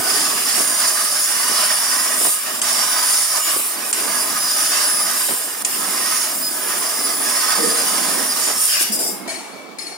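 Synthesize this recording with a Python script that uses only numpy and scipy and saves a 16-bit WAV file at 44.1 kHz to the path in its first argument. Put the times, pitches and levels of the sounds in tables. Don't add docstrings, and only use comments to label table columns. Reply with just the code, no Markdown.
import sys
import numpy as np
from scipy import signal
from scipy.fft import rfft, irfft
from scipy.io import wavfile
from scipy.ndimage import uniform_filter1d

SR = 44100
rng = np.random.default_rng(int(sys.argv[2]) if len(sys.argv) > 2 else 0)


def generate_wav(sig):
    pcm = np.round(np.clip(np.atleast_2d(sig).T, -1, 1) * 32767).astype(np.int16)
    wavfile.write(sys.argv[1], SR, pcm)


N = 439672
FRAME, HOP = 1024, 256
TIME = np.arange(N) / SR
BINS_HZ = np.fft.rfftfreq(FRAME, 1 / SR)
RIPPLE_DB = 3.5

# (f/Hz, left lead/rad)
HEAD_STEREO = ([(600, 0.23), (2200, 0.26), (3300, 0.102), (4700, 0.59), (5700, 0.34), (7600, 0.15),
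               (9300, 0.29), (11000, 0.15), (15000, 0.14)], [(600, -4), (2000, 4), (2900, -11), (4200, -1),
               (5500, -2.5), (6900, -4), (8200, -6.5), (9500, -0.5), (11500, -1.5), (13500, 4.5),
               (15000, -2)], [(600, -1), (2400, -2.5), (3000, -2), (3900, 0.53), (15000, -0.64)])
VENT_STEREO = ([(500, 0.37), (5000, 0.068)], [(600, 16), (3000, -2), (7000, 2.5), (15000, 23)],
               [(500, -0.17), (5000, -1)])
GANTRY_STEREO = ([(60, .2), (150, 0.976), (400, 0.78), (2000, 0.037)], [(60, 13), (140, -12), (280, -11),
                 (520, -5), (2000, 0.5)], [(120, 2.85), (280, 0.72), (450, 1.3), (750, 0.12)])
# f/Hz, level/dB
JET_SPECTRUM = [(1500, -68), (2900, -41), (4200, -23), (5000, -17), (6200, -9.5), (6900, -5), (8200, -16.5),
                (9200, 3.5), (9900, 0.5), (10400, -15), (11400, -7.5), (12500, -14), (16000, -17.5)]
# t/s, click/dB, t60/s, gas pause before/s
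VALVE_SWITCHES = [(2.616, -14, 0.037, 0.014), (3.928, -12.5, 0.04, 0.0105), (5.648, -13.5, 0.0384, 0.021)]
# start/s, end/s, speed-up/s, slow-down/s, jet/dB, roar/dB
CONTOURS = [(-0.06, 0.454, 0.13, 0.075, -23.5, -28), (.32, 1.281, 0.16, 0.1, -20, -29),
            (1.2, 2.358, 0.1065, 0.21, -19.5, -27), (2.572, 3.443, 0.083, 0.44, -24, -27),
            (3.86, 5.31, 0.16, 0.13, -24.5, -29), (5.635, 6.38, 0.41, 0.165, -21, -27),
            (6.515, 7.236, 0.17, 0.14, -27, -30.5), (7.153, 8.62, 0.126, 0.55, -20, -28)]
# middle/s, length/s, jet/dB, slit/dB, roar/dB
MELT_FLARES = [(.2, 0.34, -20.5, -20.5, -48), (0.525, 0.17, -28, -22, -30.5), (0.607, 0.126, -17, -31, -36),
               (0.838, 0.14, -33, -21.5, -27), (0.886, .05, -15, -32, -42), (1.061, 0.105, -23.5, -38, -33),
               (1.239, 0.11, -18, -38, -50), (1.635, 0.327, -29, -29, -24.5),
               (2.475, 0.31, -39.5, -37, -33.5), (2.69, 0.14, -21, -27, -32), (2.79, 0.32, -21, -24, -30.5),
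               (2.985, 0.27, -36.5, -26, -33), (3.16, 0.39, -16, -30, -48), (3.358, 0.2, -18.5, -37, -26.5),
               (3.512, 0.17, -24, -36, -28), (3.816, 0.29, -43.5, -45, -31.5), (4.437, .14, -36, -32, -44),
               (4.608, 0.38, -19.5, -39, -56), (4.796, 0.29, -21.5, -22.5, -27),
               (6.58, 0.45, -34, -43.5, -52), (7.068, 0.07, -29, -36, -44.5),
               (7.51, 0.212, -35, -30.5, -25.5), (8.443, 0.3, -21.5, -25, -32)]


def amp(db):
    return np.exp(np.asarray(db) * float(np.log(10) / 20))


def unit_rms(x):
    return x / np.sqrt(np.mean(x ** 2) + 1e-20)


def power_sum(gains):
    return np.sqrt(sum(g ** 2 for g in gains))


def add(mix, s, sound):
    part = mix[..., int(s * SR):][..., :sound.shape[-1]]
    part += sound[..., :part.shape[-1]]


def curve(points):
    hz, value = np.transpose(points)
    return np.interp(np.log(BINS_HZ + 1), np.log(hz + 1), value)


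def resonance_db(modes):
    power = sum(amp(db) ** 2 / (1 + (2 * (BINS_HZ - hz) / width) ** 4) for hz, width, db in modes)
    return 10 * np.log10(1 + power)


def burst(s, t60, rise_s, hold_s=0, size=N):
    t = np.maximum(TIME[:size] - s, 0)
    return (1 - np.exp(-t / rise_s)) * np.exp(-np.log(1000) * np.maximum(t - hold_s, 0) / t60)


def swell(middle_s, length_s):
    arch = np.maximum(1 - (2 * (TIME - middle_s) / length_s) ** 2, 0)
    return arch * np.sqrt(arch)


def trapezoid(start_s, end_s, rise_s, fall_s):
    return np.clip(np.minimum((TIME - start_s) / rise_s, (end_s - TIME) / fall_s), 0, 1)


def wander(hz, size=N):
    knots = np.arange(0, N + 200, 100)
    f = np.fft.rfftfreq(len(knots), knots[1] / SR)
    slow = irfft(rfft(rng.standard_normal(len(knots))) / (1 + (f / hz) ** 4), len(knots))
    return np.interp(np.arange(size), knots, unit_rms(slow))


def narrow_noise(phase, width_hz):
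    return wander(hz=width_hz / 2) * np.cos(phase) + wander(hz=width_hz / 2) * np.sin(phase)


def noise(colour_db, stereo, eddy_db=0, ripple_db=0, size=N):
    shape = (size // HOP + 5, len(BINS_HZ))
    a, b, c, d, eddies, ripple = rng.standard_normal((6, *shape), dtype=np.float32)
    eddies = unit_rms(uniform_filter1d(uniform_filter1d(eddies, size=18, axis=0), size=4, axis=1))
    ripple = unit_rms(uniform_filter1d(ripple, size=40, axis=0))
    texture = amp(np.minimum(eddy_db * eddies, 1.5) + ripple_db * ripple)
    coherence, balance_db, lead_rad = (curve(points) for points in stereo)
    coherence = np.clip(coherence, -1, 1).astype(np.float32)
    left = a + 1j * b
    right = coherence * left + np.sqrt(1 - coherence ** 2) * (c + 1j * d)
    left_gain = amp(colour_db + balance_db / 2)
    right_gain = amp(colour_db - balance_db / 2) * np.exp(-1j * lead_rad)
    spectra = np.array([left, right]) * np.array([left_gain, right_gain], np.complex64)[:, None] * texture
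    x = signal.istft(spectra, nperseg=FRAME, noverlap=FRAME - HOP, time_axis=1, freq_axis=2)[1][:, :size]
    return x / np.sqrt(np.mean(x.mean(0) ** 2))


def gantry():
    levels = [(0.0, -29), (.85, -37.5), (1.3, -43.5), (1.55, -40), (1.75, -42.5), (2.12, -33), (2.36, -44),
              (2.52, -34), (3.0, -37.5), (3.25, -44.5), (4.08, -32.5), (4.5, -37.5), (5.45, -38.5),
              (5.8, -33), (6.45, -35), (6.75, -33.5), (7.5, -32.5), (8.22, -28), (8.76, -44.5),
              (8.97, -31.5), (9.97, -39)]
    spectrum = [(20, -48), (60, -71), (105, -76), (140, -35.5), (185, 0.5), (290, -1.5), (370, 0),
                (470, -1), (530, -5), (660, 0), (1000, -4.5), (2000, -12.5), (4500, -17), (16000, -31)]
    groan = (7.568, -26.5, 0.83)  # t/s, level/dB, t60/s
    groan_modes = [(230, 34.5, 11), (311, 62, 16), (473, 44, 20.5)]  # f/Hz, width/Hz, level/dB
    bed_tone = (466, -32, 0.5, 0.25)
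    level_db = np.interp(TIME, *np.transpose(levels)) - 1.5 + 0.79 * wander(hz=8.9)
    out = amp(level_db) * noise(curve(spectrum), GANTRY_STEREO, eddy_db=2.5, ripple_db=1.8)
    s, db, t60 = groan
    strain = noise(curve(spectrum) + resonance_db(groan_modes), GANTRY_STEREO, size=SR)
    add(out, s, amp(db) * burst(0, t60, rise_s=0.0099, hold_s=0.087, size=SR) * strain)
    hz, db, t60, hold_s = bed_tone
    tone = np.sin(2 * np.pi * hz * TIME[:SR] + .8 * wander(hz=30, size=SR) + np.array([[1.3], [0]]))
    add(out, s, amp([[db + 2], [db - 2]]) * burst(0, t60, rise_s=.012, hold_s=hold_s, size=SR) * tone)
    return out


def knocks():
    contacts = [(.577, -25, .1, 600), (.598, -26, 0.091, 650), (.617, -30, .05, 500),
                (1.491, -28, .08, 480), (1.507, -29, .1, 450), (1.538, -36, .05, 450),
                (2.056, -32, .08, 545), (2.21, -29, .06, 550), (2.226, -31, .06, 330),
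                (2.249, -23.5, .09, 750), (2.266, -24.5, 0.075, 450), (2.281, -30.5, 0.063, 600),
                (3.377, -27.5, 0.041, 900), (3.479, -33, .1, 1200), (3.532, -32, .05, 900),
                (3.56, -25.5, .06, 500), (3.587, -28.5, .06, 400), (5.285, -25, 0.067, 550),
                (5.305, -25.5, 0.061, 480), (5.32, -31, .05, 400), (5.334, -28, .05, 330),
                (5.474, -34, .04, 500), (6.567, -37, 0.098, 400), (7.575, -27, .14, 480),
                (8.47, -26, .5, 800), (8.808, -29, .035, 600), (9.255, -36, 0.5, 650)]
    booms = [(8.889, -26, 212, .2), (9.112, -33, 195, .12), (9.2, -36.5, 190, .07)]  # t/s, level/dB, f/Hz, t60/s
    out, size = np.zeros((2, N)), SR // 2
    for s, db, t60, hz in contacts:
        hump_db = -20 * np.log10(1 + (np.log2((BINS_HZ + 1) / hz) / 1.63) ** 2) - BINS_HZ / 900
        ring = noise(hump_db, GANTRY_STEREO, eddy_db=3, size=size)
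        add(out, s, amp(db) * ring * burst(0, t60, rise_s=0.00078, hold_s=.006, size=size))
    out *= amp(1.2 * wander(hz=90))
    for s, db, hz, t60 in booms:
        boom = burst(0, t60, rise_s=.008, hold_s=.015, size=size) * np.sin(2 * np.pi * hz * TIME[:size])
        add(out, s, amp([[db - 4], [db + 3]]) * boom)
    return signal.sosfilt(signal.butter(4, 175, "high", fs=SR, output="sos"), out)


def lift_axis():
    squeals = [(3.396, 0.12, 6990, -25.5), (3.396, 0.06, 7190, -26), (3.402, 0.13, 2880, -33),
               (3.74, 0.42, 2360, -45), (3.79, 0.13, 2550, -41), (5.68, 0.14, 2850, -40),
               (8.41, 0.14, 7050, -26.5), (9.0, 0.41, 2170, -45.5)]
    out, t = np.zeros((2, N)), TIME[:SR]
    for s, length, hz, db in squeals:
        arch = np.sqrt(np.sin(np.pi * np.clip(t / length, 0, 1)).clip(0))
        scrape = np.sin(2 * np.pi * hz * t + .9 * wander(hz=90, size=SR))
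        add(out, s, amp([[-3], [2]]) * amp(db + 3.5 * wander(hz=90, size=SR)) * arch * scrape)
    return out


def clinks():
    contacts = [(9.277, -28.5, -29, -4), (9.785, -28.5, -35, 7.5), (9.868, -32, -41, 7.5)]  # t/s, ring/dB, sizzle/dB, tilt/(dB/octave)
    steel_modes = [(660, -13, 0.44, -.4), (1900, -16, .6, -.5), (2270, -9, .45, -2),
                   (2280, -11.5, 2.37, -1.2), (4005, -18.5, .25, -1.5), (4345, -11, 1.5, -.8),
                   (4367, 0, 0.46, -1.86), (5115, -9, 0.65, -0.14), (6420, -22, .4, .5),
                   (7260, -19, .3, .6), (9620, -23.5, 0.43, 0), (10060, -20, .45, -1)]
    sizzle_spectrum = [(1000, -19), (2000, 4.5), (3000, -3.5), (4400, -4), (5200, -0.5), (6400, 0.5),
                       (7600, -0.5), (9300, 0), (10200, -1), (10900, -12.5), (16000, -28)]
    out, t = np.zeros((2, N)), TIME[:SR]
    attack, pan = 1 - np.exp(-t / 0.003), amp([[3], [-3]])
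    for s, ring_db, sizzle_db, tilt_db in contacts:
        sizzle = amp(sizzle_db) * burst(0, .8, rise_s=.011, hold_s=.016, size=SR)
        tick = amp(ring_db - 4) * burst(0, 0.019, rise_s=.0004, hold_s=.002, size=SR)
        dense_modes = noise(curve(sizzle_spectrum), VENT_STEREO, eddy_db=2.5, ripple_db=3, size=SR)
        add(out, s, (tick + sizzle) * dense_modes)
        for hz, db, t60, lead_rad in steel_modes:
            phase = 2 * np.pi * rng.random() + np.array([[lead_rad], [0]]) + .45 * wander(hz=70, size=SR)
            twin_hz = hz + rng.uniform(-25, 25)
            pair = np.sin(2 * np.pi * hz * t + phase) + .4 * np.sin(2 * np.pi * twin_hz * t + phase)
            rattle_db = 3 * wander(hz=60, size=SR)
            level_db = ring_db + db + tilt_db * np.log2(hz / 4400) + rattle_db - 60 * t / t60
            add(out, s, amp(level_db) * attack * pair * pan)
    return out


def puff_flow():
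    puffs = [(8.916, -23, 0.28, 0.0297), (8.987, -26, 0.5, 0.067), (9.06, -34.5, 0.35, .015)]  # t/s, level/dB, t60/s, hold/s
    return sum(amp(db) * burst(s, t60, rise_s=0.0059, hold_s=hold_s) for s, db, t60, hold_s in puffs)


def venting(puffs):
    gushes = [(.41, 0.19, -28), (1.64, .2, -29), (2.51, 0.32, -34), (3.48, .13, -28), (3.8, .26, -40),
              (4.78, .17, -28), (3.99, .12, -30), (5.73, 0.18, -29.5), (8.77, 0.22, -19.5)]
    room_tail = (8.83, -21.5, 0.44)
    gush_spectrum = [(500, -27.5), (1200, -5), (1900, 5), (2350, 5), (2950, 9.5), (3500, 2.5), (4200, 2),
                     (5300, 11.5), (6300, 0), (7600, 5), (9700, -14), (11400, 4.5), (12500, -23),
                     (16000, -15)]
    vent_spectrum = [(1000, -30), (2000, -29), (3200, -29), (4200, -17), (4800, 9), (5600, 5), (6400, -6),
                     (7500, 1), (8300, 0.5), (9300, 5), (10200, -5), (11500, -2.5), (12500, -19),
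                     (16000, -22)]
    vent_modes = [(4986, 42, 9.5), (5760, 120, 6), (7400, 80, 10), (7620, 45, 14), (8900, 45, 9),
                  (9470, 50, 8)]
    tail_s, tail_db, t60 = room_tail
    tail = amp(tail_db) * burst(tail_s, t60, rise_s=.01)
    flow = power_sum([amp(db) * swell(s, length) for s, length, db in gushes] + [tail])
    gush = flow * noise(curve(gush_spectrum), VENT_STEREO, eddy_db=9, ripple_db=RIPPLE_DB)
    vent_db = curve(vent_spectrum) + resonance_db(vent_modes)
    return gush + puffs * noise(vent_db, VENT_STEREO, eddy_db=4, ripple_db=3.5)


def spatter(jet):
    loud_snaps = [(1.2492, -20), (1.618, -17), (2.335, -19), (3.2756, -20), (3.9016, -21), (5.1034, -16),
                  (5.1135, -14.5), (5.6215, -16)]
    rate_hz, decay_s, last_cut_end_s = 45, .0007, CONTOURS[-1][1]
    sizes = np.minimum(rng.exponential(1, N), 3)
    pops = (rng.random(N) < rate_hz / SR) * amp(-3 + 1.5 * sizes) * jet * (TIME < last_cut_end_s)
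    for s, db in loud_snaps:
        pops[int(s * SR)] += amp(db)
    snap = np.exp(-np.arange(400) / SR / decay_s)
    return signal.oaconvolve(pops, snap)[:N] * noise(curve(JET_SPECTRUM), HEAD_STEREO)


def valve():
    spectrum = [(300, -20), (1500, 3), (2700, 5.5), (3600, 0), (5500, 3.5), (7300, 12), (9500, 12),
                (11500, -4), (16000, -33)]
    out, size = np.zeros((2, N)), SR // 4
    for s, db, t60, _ in VALVE_SWITCHES:
        click = burst(0, t60, rise_s=0.00029, size=size)
        spurt = 0.51 * burst(0, 0.094, rise_s=0.004, size=size)
        add(out, s, amp(db) * (click + spurt) * noise(curve(spectrum), HEAD_STEREO, eddy_db=12, size=size))
    return out


def beam():
    runs = [(.05, 2.07, -42, -33.5, -46), (2.842, 3.36, -37, -34, -42), (4.13, 5.09, -36, -30.5, -40),
            (5.87, 7.42, -39, -34.5, -37), (7.42, 8.3, -43, -36, -41)]
    whistles = [(0.81, 0.89, 1, -30), (1.97, 2.025, 1, -26.5), (2.87, 3.15, 2, -28), (2.89, 3.07, 3, -34),
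                (4.17, 4.23, 1, -30), (4.16, 4.27, 2, -28), (4.385, 4.48, 1, -25), (4.46, 4.585, 1, -27),
                (4.36, 4.47, 2, -27.5), (4.83, 5.06, 2, -22), (4.8, 5.12, 1, -31), (5.88, 6.05, 2, -32),
                (6.08, 6.27, 2, -29.5), (6.33, 6.45, 3, -29.5), (6.415, 6.5, 1, -23),
                (6.665, 6.735, 2, -27), (6.76, 6.89, 2, -28), (7.025, 7.085, 2, -21), (7.03, 7.09, 1, -26),
                (7.12, 7.26, 2, -26.5), (7.765, 7.835, 1, -28), (8.265, 8.325, 2, -24.5),
                (8.28, 8.345, 1, -24)]
    pulse_hz, run_ramp_s, whistle_ramp_s = 5000, .04, .022
    phase = 2 * np.pi * pulse_hz * TIME + .4 * wander(hz=5)
    gates = [(trapezoid(start, end, run_ramp_s, run_ramp_s), db) for start, end, *db in runs]
    out = np.zeros((2, N))
    for k in (1, 2, 3):
        singing = sum(gate * amp(db[k - 1]) for gate, db in gates) * amp(2.5 * wander(hz=11))
        whistling = sum(amp(db) * trapezoid(start, end, whistle_ramp_s, whistle_ramp_s)
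                        for start, end, harmonic, db in whistles if harmonic == k)
        level = power_sum([singing, whistling])
        for channel in range(2):
            tone = amp(1.5 * wander(hz=35)) * np.sin(k * phase + .4 * wander(hz=14))
            rasp = .4 / k * narrow_noise(k * phase, width_hz=200)
            out[channel] += level * unit_rms(unit_rms(tone) + rasp)
    return out


def slit_voice():
    spectrum = [(1500, -34), (2000, -19), (2900, -11.5), (4150, -9.5), (4600, -3), (4950, -1), (5620, 0),
                (6200, -9), (6800, -8), (7800, -8), (16000, -41)]
    resonances = [(4790, -12), (5130, -9.5), (5480, -12)]  # f/Hz, level re the slit noise/dB
    out = noise(curve(spectrum), HEAD_STEREO, eddy_db=2.5, ripple_db=RIPPLE_DB)
    for hz, db in resonances:
        phase = 2 * np.pi * np.cumsum(hz * (1 + .018 * wander(hz=4))) / SR
        sputter = unit_rms(amp(4.5 * np.minimum(wander(hz=18), 1.5)))
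        out = out + amp(db) * sputter * narrow_noise(phase, width_hz=70)
    return out


def housing_echoes(x):
    delay_range = (.0006, .0028)  # shortest/s, longest/s
    delays_s = np.geomspace(*delay_range, num=6)
    out, gain = x.copy(), amp(-17)
    for channel in range(2):
        for delay_s in delays_s:
            path_s = delay_s * rng.uniform(.85, 1.15) + .00004 * wander(hz=2)
            out[channel] += gain * np.interp(TIME - path_s, TIME, x[channel])
    return out / np.sqrt(1 + len(delays_s) * gain ** 2 / 2)


def gas_flows():
    lifts = [(2.272, 0.26, -21, -18), (3.56, 0.46, -23.5, -29.5), (5.263, 0.46, -23.5, -26),
             (8.664, 0.27, -25.5, -17), (8.819, 0.06, -20.5, -17), (8.867, 0.126, -34, -28)]
    hiss_db, idle_jet_db, idle_roar_db = -27, -29.5, -34.5
    shutoff_s, drain_db_per_s, bed_fade_db_per_s = 8.8, 67, 57
    draining_s = np.maximum(TIME - shutoff_s, 0)
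    sag_db = -2 * sum(swell(s - 0.12, 0.15) for s, *_ in VALVE_SWITCHES)
    pressure = amp(sag_db - drain_db_per_s * draining_s)
    blast, jet = [], [amp(idle_jet_db) * pressure]
    roar = [amp(idle_roar_db - bed_fade_db_per_s * draining_s)]
    burns = [(trapezoid(*timing), jet_db, roar_db) for *timing, jet_db, roar_db in CONTOURS]
    burns += [(swell(s, length), jet_db, roar_db) for s, length, jet_db, _, roar_db in MELT_FLARES]
    for shape, jet_db, roar_db in burns:
        jet.append(amp(jet_db) * shape)
        roar.append(amp(roar_db) * shape)
    for s, length, blast_db, jet_db in lifts:
        shape = swell(s, length)
        blast.append(amp(blast_db) * shape)
        jet.append(amp(jet_db) * shape)
    return amp(hiss_db) * pressure, power_sum(blast), power_sum(jet), power_sum(roar)


def assist_gas(hiss, blast, jet, roar):
    hiss_spectrum = [(200, -34), (650, -14), (1200, -14), (2800, -4.5), (4100, -2), (4900, -32), (6000, -7),
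                     (7100, 10), (8200, 7.5), (9400, 15), (11900, 6.5), (13400, 9.5), (14600, 9.5),
                     (15800, 3.5)]
    blast_spectrum = [(500, -24), (1200, -17), (2800, 3.5), (4100, -0.5), (6000, -18), (7500, 9.5),
                      (9400, 13), (11500, 9), (13400, 10.5), (15800, 1)]
    roar_spectrum = [(130, -65), (250, -16.5), (520, -20), (620, -8.5), (880, -4), (1200, -3.5), (1700, -5),
                     (2200, -4), (3000, -9), (4200, -17), (9000, -58)]
    bed_modes = [(452, 31, 7.5), (623, 36, 12), (1017.8, 30, 12), (1142, 30.7, 12.5), (1253, 79, 9),
                 (1508, 17, 8), (1660.6, 55, 9.5), (1840, 98, 6), (2036, 226, -0.5), (2890, 20, 6)]
    blast_stereo = ([(600, 0.25), (15000, 0.17)], [(600, 14), (2800, 10.5), (6000, -5), (9500, -4),
                    (15000, 2)], [(600, 0), (15000, 0.35)])
    bed_stereo = ([(400, 1), (1250, 0.77), (2000, 0.96), (3000, 0.094)], [(500, -9.5), (1200, -7.5),
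                  (1850, -9), (2300, -4.5), (2900, -12)], [(470, 0.34), (750, 0.07), (1020, 0.89),
                  (1300, 0.14), (1650, 1), (2400, 0)])
    flutter = wander(hz=21.4)
    hiss = hiss * amp(.7 * wander(hz=25))
    nozzle = hiss * noise(curve(hiss_spectrum), HEAD_STEREO, eddy_db=7, ripple_db=RIPPLE_DB)
    nozzle += blast * noise(curve(blast_spectrum), blast_stereo, eddy_db=7, ripple_db=RIPPLE_DB)
    jet_noise = noise(curve(JET_SPECTRUM), HEAD_STEREO, eddy_db=0.5, ripple_db=RIPPLE_DB)
    cut = jet * amp(-3.5 + 0.59 * flutter) * jet_noise
    through_flow = np.sqrt(jet * roar)
    flares = [amp(slit_db) * swell(s, length) for s, length, _, slit_db, _ in MELT_FLARES]
    cut += power_sum([through_flow] + flares) * amp(-3.4 + 0.75 * flutter) * slit_voice()
    out = housing_echoes(nozzle + cut)
    bed_noise = noise(curve(roar_spectrum) + resonance_db(bed_modes), bed_stereo, eddy_db=2, ripple_db=2.5)
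    out += roar * amp(-1 + flutter) * bed_noise
    valve_moving = sum((TIME > s - pause) & (TIME < s + .008) for s, _, _, pause in VALVE_SWITCHES)
    return out * amp(-10 * uniform_filter1d(valve_moving * 1., size=150))


def scene():
    hiss, blast, jet, roar = gas_flows()
    puffs = puff_flow()
    hiss = power_sum([hiss, amp(-0.5) * puffs])
    cutting = assist_gas(hiss, blast, jet, roar) + beam() + valve() + spatter(jet)
    return cutting + gantry() + knocks() + lift_axis() + venting(puffs) + clinks()


def record(dry):
    thin = signal.sosfilt(signal.butter(2, 90, "high", fs=SR, output="sos"), dry)
    return signal.oaconvolve(thin, signal.firwin(401, 15900, window=("kaiser", 9), fs=SR)[None], "same")


dry = scene()
out = record(dry)
generate_wav(out)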